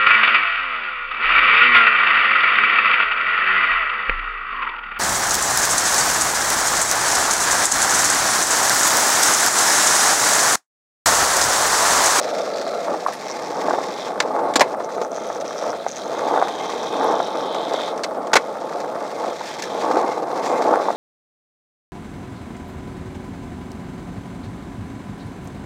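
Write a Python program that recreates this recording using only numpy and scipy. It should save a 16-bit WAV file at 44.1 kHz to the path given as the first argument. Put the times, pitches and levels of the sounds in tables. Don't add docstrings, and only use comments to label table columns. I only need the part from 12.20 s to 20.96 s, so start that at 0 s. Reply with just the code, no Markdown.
import sys
import numpy as np
from scipy import signal
from scipy.fft import rfft, irfft
from scipy.io import wavfile
from scipy.ndimage import uniform_filter1d, minimum_filter1d

SR = 44100
rng = np.random.default_rng(int(sys.argv[2]) if len(sys.argv) > 2 else 0)


def store_pcm(level_fs):
    pcm = np.round(np.clip(level_fs, -1, 1) * 32767).astype(np.int16)
    wavfile.write(sys.argv[1], SR, np.atleast_2d(pcm).T)


N = 386316
TIME = np.arange(N) / SR

# start_s, relative_level_db, pitch_hz
PEBBLE_HITS = [(0.682, -16, 580), (0.742, -18.5, 690), (0.863, -12, 1100), (0.884, -15.5, 736),
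               (1.484, -11.5, 608), (1.508, -10.5, 720), (1.536, -12.5, 603), (1.585, -15, 640),
               (2.189, -17, 820), (2.54, -19.5, 680), (2.603, -15, 547), (2.78, -19.5, 594),
               (2.815, -15, 460), (3.101, -17.5, 626), (3.425, -18, 604), (3.44, -23, 1137),
               (3.664, -13.5, 656), (4.139, -11, 770), (4.161, -10, 783), (4.175, -11, 690),
               (4.224, -8, 684), (5.001, -11, 710), (5.35, -17.5, 646), (5.541, -13.5, 585),
               (6.607, -30, 615), (7.21, -21, 880), (7.712, -10.5, 800), (8.538, -9, 840),
               (8.685, -13, 920), (8.703, -13, 640)]
# frequency_hz, gain_db
GRIT_SPECTRUM = [(900, -5.5), (1750, 10), (2120, 7.5), (2500, 5), (2950, -0.5), (3500, 3.5), (4600, 4),
                 (5800, 3), (7200, -1), (8600, -8), (10200, -16), (15500, -12.5)]


def near_board(drone_db=-44.5, drone_follow=0.2, coarse_drone_db=5.5, coarseness_per_db=0.02):
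    # time_s, relative_level_db, coarseness (0 to 1)
    cruise = [(0.0, -23, 0.21), (0.55, -23, 0.07), (1.3, -24.5, 0.97), (2.1, -24.5, 0.75),
              (2.7, -24.5, 0.35), (3.4, -26, 0.1), (4.3, -25.5, 1), (5.4, -22.5, 0.68), (6.3, -26.5, 0.41),
              (7.0, -23, 0.59), (8.1, -23.5, 1.0), (8.76, -24, 0.47)]
    # frequency_hz, gain_db
    smooth_spectrum = [(100, -47.5), (200, -11), (290, -14), (400, -6.5), (500, 1), (690, 2), (770, -10),
                       (880, -10), (980, -36), (1130, -14.5), (1350, -10.5), (1800, -40.5), (3200, -42)]
    # frequency_hz, gain_db
    coarse_spectrum = [(100, -46), (200, -16.5), (290, -1), (385, -2), (490, 4.5), (560, -1), (700, 2.5),
                       (790, 1), (875, 5.5), (990, -7.5), (1090, -1), (1230, -7), (1360, -15.5),
                       (1540, -14.5), (2200, -31.5), (4000, -53.5)]
    # frequency_hz, gain_db
    drone_spectrum = [(30, -15), (60, -31.5), (100, -17.5), (150, -7), (205, -2.5), (260, -6), (400, -10.5)]
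    cruise_db, coarseness = in_time(cruise)
    swell_db = patches_db()
    level_db = cruise_db + swell_db
    coarseness = np.clip(coarseness + coarseness_per_db * swell_db, 0, 1)
    smooth_road = unit_rms(colour(grains(per_s=5000, spread_db=2.0), smooth_spectrum))
    coarse_road = unit_rms(colour(grains(per_s=2200, spread_db=2.0), coarse_spectrum))
    rumble = np.sqrt(1 - coarseness) * smooth_road + np.sqrt(coarseness) * coarse_road
    drone = unit_rms(colour(rng.standard_normal(N), drone_spectrum))
    flutter_db = 2.17 * np.tanh(drift(130)) - 1.35
    drone_swell_db = drone_follow * (level_db - level_db.mean())
    drone_swell_db += coarse_drone_db * (coarseness - coarseness.mean())
    return from_db(level_db + flutter_db) * rumble + from_db(drone_db + drone_swell_db) * drone


def patches_db():
    # centre_s, change_db, run_in_s, run_out_s
    patches = [(0.71, 8, 0.086, 0.083), (0.98, -6.5, 0.46, 0.41), (1.521, 4, 0.24, 0.14),
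               (1.718, -3, 0.098, 0.46), (2.23, 6.5, 0.24, 0.22), (2.89, -4.5, 0.032, 0.042),
               (3.499, 7.5, 0.093, 0.096), (3.72, -7, 0.3, 0.21), (4.16, 7, 0.31, 0.17),
               (4.901, 9.5, 0.22, 0.13), (7.079, 6.5, 0.13, 0.057), (7.33, -8, 0.64, 0.22),
               (7.77, 8.5, 0.18, 0.16), (8.53, 9, 0.42, 0.15)]
    return sum(np.interp(TIME, [s - run_in, s, s + run_out], [0, db, 0])
               for s, db, run_in, run_out in patches)


def clacks(thud_decay_s=0.0045, crack_decay_s=0.0042, focus_db_per_octave=16.5):
    # start_s, rattle_s, thud_db, crack_db, ring_db, focus_hz
    impacts = [(2.002, 0.0014, -14, -10.5, -12, 1450), (2.357, 0.0087, -16, -13, -16.5, 6160),
               (2.3957, 0.00089, -10, -13, -34, 4000), (2.408, 0.011, -2, -16, -4.5, 880),
               (5.8349, 0.012, -35, -23.5, -29, 3970), (6.1327, 0.0082, -11, -13.5, -13.5, 1460),
               (6.155, 0.015, -8, -12.5, -8.5, 1930)]
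    # pitch_hz, level_db, t60_s
    deck_modes = [(565, 7, 0.062), (882, 11.5, 0.061), (920, 8, 0.047), (1127, -3, 0.04), (1530, 21, 0.014),
                  (1640, 12, 0.018), (1765, 15.5, 0.027), (1880, 5, 0.038), (2010, 14, 0.023),
                  (2120, 4, 0.025), (2173, 9, 0.044), (2530, -11, 0.04), (2670, -13, .04),
                  (3860, 1.5, 0.01), (4700, -7, 0.024), (5550, -13, 0.023), (7150, -4, 0.013)]
    # frequency_hz, gain_db
    thud_spectrum = [(70, -50), (150, -21), (270, -12.5), (380, -7.5), (500, -1), (850, 0.5), (1150, -4.5),
                     (1600, -40.5), (3000, -62)]
    # frequency_hz, gain_db
    crack_spectrum = [(150, -44), (600, -17), (1300, 5), (2100, 0.5), (2900, -0.5), (3700, 2), (5200, -0.5),
                      (7300, -4.5), (9000, -15), (11000, -33), (15500, -16)]
    out, t = np.zeros(N), TIME[:SR // 5]
    for s, rattle_s, thud_db, crack_db, ring_db, focus_hz in impacts:
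        deck_response = np.zeros(len(t))
        for hz, db, t60 in deck_modes:
            mode_db = db - focus_db_per_octave * abs(np.log2(hz / focus_hz))
            deck_response += from_db(mode_db - 60 * t / t60) * np.sin(2 * np.pi * hz * t)
        contacts = rng.standard_normal((3, len(t)))
        after_s = np.maximum(t - rattle_s, 0)
        crack_envelope = np.exp(-after_s / crack_decay_s)
        thud = colour(contacts[0] * np.exp(-after_s / thud_decay_s), thud_spectrum)
        crack = colour(contacts[1] * crack_envelope, crack_spectrum)
        ring = np.gradient(signal.fftconvolve(contacts[2] * crack_envelope, deck_response)[:len(t)])
        energy = (rattle_s + 0.0011) * SR
        for part, db in (thud, thud_db), (crack, crack_db), (ring, ring_db):
            add(out, s, from_db(db) * part * np.sqrt(energy / np.sum(part ** 2)))
    return out


def thumps(width_hz=75, damping_hz=220):
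    # start_s, peak_db, pitch_hz
    landings = [(2.359, -11.5, 280), (6.156, -10.5, 431)]
    out, push = np.zeros(N), signal.unit_impulse(SR // 10)
    for s, db, hz in landings:
        thump = resonate(resonate(push, hz, width_hz), hz, damping_hz)
        add(out, s, from_db(db) * unit_peak(thump))
    return out


def pebbles(width_hz=230, damping_hz=380, contact_hz=1500, gain_db=5.0):
    out = np.zeros(N)
    push = butterworth(signal.unit_impulse(SR // 20), 2, contact_hz)
    for s, db, hz in PEBBLE_HITS:
        knock = resonate(resonate(push, hz, width_hz), hz, damping_hz)
        add(out, s, from_db(db + gain_db) * unit_peak(knock))
    return out


def truck_rattle(chatter_db=-42.5, follow=1.52, jolt_db=-10.0, jolt_decay_s=0.0074):
    # frequency_hz, gain_db
    truck_spectrum = [(400, -30), (800, 4.5), (980, -2), (1250, 2.5), (1550, -3.5), (2000, -12.5),
                      (2900, -33), (6000, -29)]
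    chatter = from_db(chatter_db + follow * patches_db()) * grains(per_s=270, spread_db=12.5)
    jolts, t = np.zeros(N), TIME[:SR // 20]
    for s, db, _ in PEBBLE_HITS:
        add(jolts, s, from_db(db + jolt_db) * np.exp(-t / jolt_decay_s))
    force = chatter + jolts * rng.standard_normal(N)
    response = colour(signal.unit_impulse(len(t)), truck_spectrum)
    return signal.fftconvolve(force, response / np.linalg.norm(response))[:N]


def skater_wheels(hiss_gain_db=1.5, metal_db=-4.5, whirr_air_factor=2.5):
    # time_s, relative_level_db
    hiss_levels = [(0.0, -39.5), (0.7, -42), (1.85, -39), (2.5, -44), (2.95, -47), (3.35, -43.5),
                   (4.95, -43), (5.3, -47), (5.7, -40.5), (6.15, -43.5), (6.6, -47), (7.35, -39.5),
                   (7.92, -42), (8.04, -48.5), (8.27, -39), (8.76, -44.5)]
    # time_s, level_db
    whirr_levels = [(0.0, -59), (1.4, -73), (1.8, -42), (2.6, -51), (3.3, -46), (3.7, -50), (4.0, -43.5),
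                    (4.8, -39.5), (5.65, -37), (6.3, -46), (6.9, -59), (7.45, -41.5), (8.05, -61),
                    (8.76, -48)]
    # pitch_hz, width_hz, level_db
    metal_modes = [(1587, 110, 4), (2117, 75, 7.5), (2380, 62, -5.5), (3280, 52, -6), (3630, 140, 0.5),
                   (3990, 210, 4), (4570, 140, -6.5), (5000, 120, -2.5), (5410, 130, 0), (5920, 100, -6.5)]
    # pitch_hz, width_hz, level_db
    whirr_modes = [(2570, 140, -4), (3230, 160, -0.5), (3530, 290, 1.5), (3760, 250, -5)]
    hiss_db, = in_time(hiss_levels)
    whirr_db, = in_time(whirr_levels)
    air_db = airborne_db()
    flutter = unit_rms(from_db(2.2 * drift(60) + 5.2 * np.tanh(drift(350))))
    crackle = unit_rms(colour(grains(per_s=8000, spread_db=2.0), GRIT_SPECTRUM))
    hiss = from_db(hiss_gain_db) * flutter * crackle
    metal = from_db(metal_db) * ringing(metal_modes, knocks_per_s=700, spread_db=3.5, wander_db=4.0)
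    whirr = ringing(whirr_modes, knocks_per_s=650, spread_db=2.5, wander_db=3.0)
    whirr = unit_rms(resonate(whirr, hz=3500, width_hz=1400))
    whirr *= from_db(whirr_db + whirr_air_factor * air_db)
    return from_db(lulls_db()) * (from_db(hiss_db + air_db) * (hiss + metal) + whirr)


def ringing(modes, knocks_per_s, spread_db, wander_db):
    knocks = grains(knocks_per_s, spread_db) + 1e-18
    return unit_rms(sum(from_db(db + wander_db * drift(9.7)) * unit_rms(resonate(knocks, hz, width_hz))
                        for hz, width_hz, db in modes))


def airborne_db(landed_db=-3.5, lift_s=0.076, touch_s=0.03, settle_s=0.92):
    # takeoff_s, landing_s, change_db
    flights = [(1.87, 2.32, -6.5), (5.68, 6.128, -8.5)]
    return sum(np.interp(TIME, [up, up + lift_s, down, down + touch_s, down + settle_s],
                         [0, db, db, landed_db, 0]) for up, down, db in flights)


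def lulls_db():
    # centre_s, half_length_s, change_db
    lulls = [(2.568, 0.044, -10), (2.675, 0.02, -12), (2.893, 0.044, -12), (3.194, 0.016, -13),
             (3.233, 0.016, -17), (3.645, 0.032, -2)]
    return sum(np.interp(TIME, [s - half, s, s + half], [0, db, 0]) for s, half, db in lulls)


def bearing(knocks_per_s=133, jitter_cycles=0.11, ping_s=0.00029, spread_db=6.5, air_factor=2.5):
    gain, ping_hz = bearing_spurts()
    cycles = np.maximum.accumulate(knocks_per_s * TIME + jitter_cycles * drift(140))
    sizes = from_db(spread_db * rng.standard_normal(N).clip(-2, 1.5))
    knocks = np.diff(np.floor(cycles), prepend=0) * sizes
    phases = np.exp(2j * np.pi * rng.random(N))
    pole = np.exp(-1 / (ping_s * SR))
    envelopes = signal.lfilter([1], [1, -2 * pole, pole * pole], knocks * phases + 1e-18)
    carrier = np.exp(2j * np.pi * np.cumsum(ping_hz) / SR)
    pings = unit_rms(np.real(envelopes * carrier))
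    return gain * from_db(air_factor * airborne_db(landed_db=0)) * pings


def bearing_spurts(attack_s=0.0039, release_s=0.014, fade_db_per_s=2.5, sag_hz_per_s=350):
    # start_s, length_s, level_db, start_pitch_hz
    spurts = [(0.0, 0.29, -43.5, 5480), (0.33, 0.22, -44, 4440), (1.069, 0.045, -37.5, 5680),
              (1.18, 0.96, -47, 5510), (2.632, 0.019, -44, 6020), (2.697, 0.075, -51, 6200),
              (2.81, 0.055, -46, 6100), (2.909, 0.12, -44, 6150), (3.036, 0.13, -47, 6020),
              (3.2, 0.014, -41, 5980), (3.249, 0.264, -41, 5730), (3.669, 0.11, -40.5, 6270),
              (3.774, 0.84, -48, 6340), (4.45, 0.78, -44.5, 5820), (5.55, 0.13, -52, 5800),
              (8.25, 0.16, -48, 7200)]
    gain, hz = np.zeros(N), np.zeros(N)
    for s, length_s, db, start_hz in spurts:
        t = np.maximum(TIME - s, 0)
        attack = np.minimum(t / attack_s, 1)
        release = np.exp(-np.maximum(t - length_s, 0) / release_s)
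        spurt = from_db(db - fade_db_per_s * t) * attack * release
        hz = np.where(spurt > gain, start_hz - sag_hz_per_s * t, hz)
        gain = np.maximum(gain, spurt)
    return gain, hz


def grit_ticks(decay_s=0.0068, gain_db=0.5):
    # start_s, relative_level_db
    ticks = [(0.1834, -20.5), (0.9377, -27), (2.023, -23), (2.338, -18.5), (2.528, -33.5), (2.816, -22.5),
             (3.2125, -27.5), (4.2826, -21), (4.4998, -22), (4.834, -36), (5.346, -24), (5.5346, -21.5),
             (5.7767, -26.5), (6.0704, -25.5), (6.6019, -25), (7.3956, -25), (7.4227, -16), (7.437, -19),
             (8.263, -21.5), (8.4207, -19.5)]
    out, t = np.zeros(N), TIME[:SR // 20]
    for s, db in ticks:
        tick = colour(rng.standard_normal(len(t)) * np.exp(-t / decay_s), GRIT_SPECTRUM)
        add(out, s, from_db(db + gain_db) * unit_peak(tick))
    return out


def grip_scuffs(hz=10500, width_hz=4500):
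    # start_s, length_s, level_db
    scrapes = [(0.85, .045, -51), (0.925, 0.04, -43), (3.066, .015, -41), (4.834, 0.019, -45)]
    gain = sum(np.interp(TIME, [s, s + length_s / 2, s + length_s], [0, from_db(db), 0])
               for s, length_s, db in scrapes)
    contacts = grains(per_s=2800, spread_db=8.0)
    return gain * unit_rms(resonate(resonate(contacts, hz, width_hz), hz, width_hz))


def near_wheels(fizz_db=-53, follow=0.27):
    # frequency_hz, gain_db
    fizz_spectrum = [(600, 10.5), (2000, -1), (2900, -3), (3700, -13), (5500, -22), (8500, 3),
                     (10500, -4.5), (15500, -2)]
    fizz = unit_rms(colour(grains(per_s=3600, spread_db=6.5), fizz_spectrum))
    return from_db(fizz_db + follow * patches_db()) * fizz


def roadside(x, t60_s=0.076, delay_s=0.012, wet_db=-26):
    t = TIME[:SR // 2]
    scatter = rng.standard_normal(len(t)) * from_db(-60 * t / t60_s) * (t > delay_s)
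    scatter = butterworth(scatter, 1, hz=6000)
    return from_db(wet_db) * signal.fftconvolve(x, scatter / np.linalg.norm(scatter))[:N]


def microphone(x, dip_hz=2950, width_hz=300, dip_db=-2.0):
    return x - (1 - from_db(dip_db)) * resonate(x, dip_hz, width_hz)


def grains(per_s, spread_db):
    sizes = from_db(spread_db * np.minimum(rng.exponential(1, N), 4)) * rng.choice([-1, 1], N)
    return unit_rms(sizes * (rng.random(N) < per_s / SR))


def drift(knots_per_s):
    knots = rng.standard_normal(N // 40)
    return unit_rms(np.interp(TIME * knots_per_s, np.arange(len(knots)), knots))


def resonate(x, hz, width_hz):
    r = np.exp(-np.pi * width_hz / SR)
    feedback = [1, -2 * r * np.cos(2 * np.pi * hz / SR), r * r]
    return signal.lfilter(np.array([1, 0, -1]) * (1 - r * r) / 2, feedback, x)


def colour(x, spectrum, size=4096):
    hz, db = np.transpose(spectrum)
    f = np.maximum(np.arange(size // 2 + 1) * SR / size, 1)
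    gain = from_db(np.interp(np.log(f), np.log(hz), db)) / np.maximum(f / hz[-1], 1) ** 2
    cepstrum = irfft(np.log(gain))[:size // 2]
    cepstrum[1:] *= 2
    response = irfft(np.exp(rfft(cepstrum, size)))[:size // 2]
    return signal.fftconvolve(x, response)[:len(x)]


def butterworth(x, order, hz, kind="low"):
    return signal.sosfilt(signal.butter(order, hz, kind, fs=SR, output="sos"), x)


def from_db(db):
    return 10 ** (np.asarray(db) / 20)


def unit_rms(x):
    return x / np.sqrt(np.mean(x ** 2) + 1e-20)


def unit_peak(x):
    return x / np.abs(x).max()


def in_time(rows):
    s, *columns = np.transpose(rows)
    return [np.interp(TIME, s, column) for column in columns]


def add(out, s, sound):
    i = int(s * SR)
    out[i:i + len(sound)] += sound[:N - i]


def scene():
    blows = clacks() + thumps() + pebbles() + truck_rattle() + grit_ticks() + grip_scuffs()
    rolling = near_board() + near_wheels() + skater_wheels() + bearing()
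    return (rolling + blows + roadside(blows))[None]


def record(dry, low_cut_hz=85, high_cut_hz=11500, band_edge_hz=15800, release_db_per_s=700):
    heard = microphone(dry)
    over_db = np.maximum(20 * np.log10(np.abs(heard) + 1e-9), 0)
    release_db = release_db_per_s * TIME
    held_db = np.maximum.accumulate(over_db + release_db, axis=-1) - release_db
    gain_db = uniform_filter1d(minimum_filter1d(-held_db, size=24), size=24)
    clipped = np.clip(heard * from_db(gain_db), -0.97, 0.97)
    thinned = butterworth(clipped, 2, low_cut_hz, "high")
    dulled = butterworth(thinned, 2, high_cut_hz)
    return signal.sosfilt(signal.cheby1(12, 0.2, band_edge_hz, fs=SR, output="sos"), dulled)


dry = scene()
out = record(dry)
store_pcm(out)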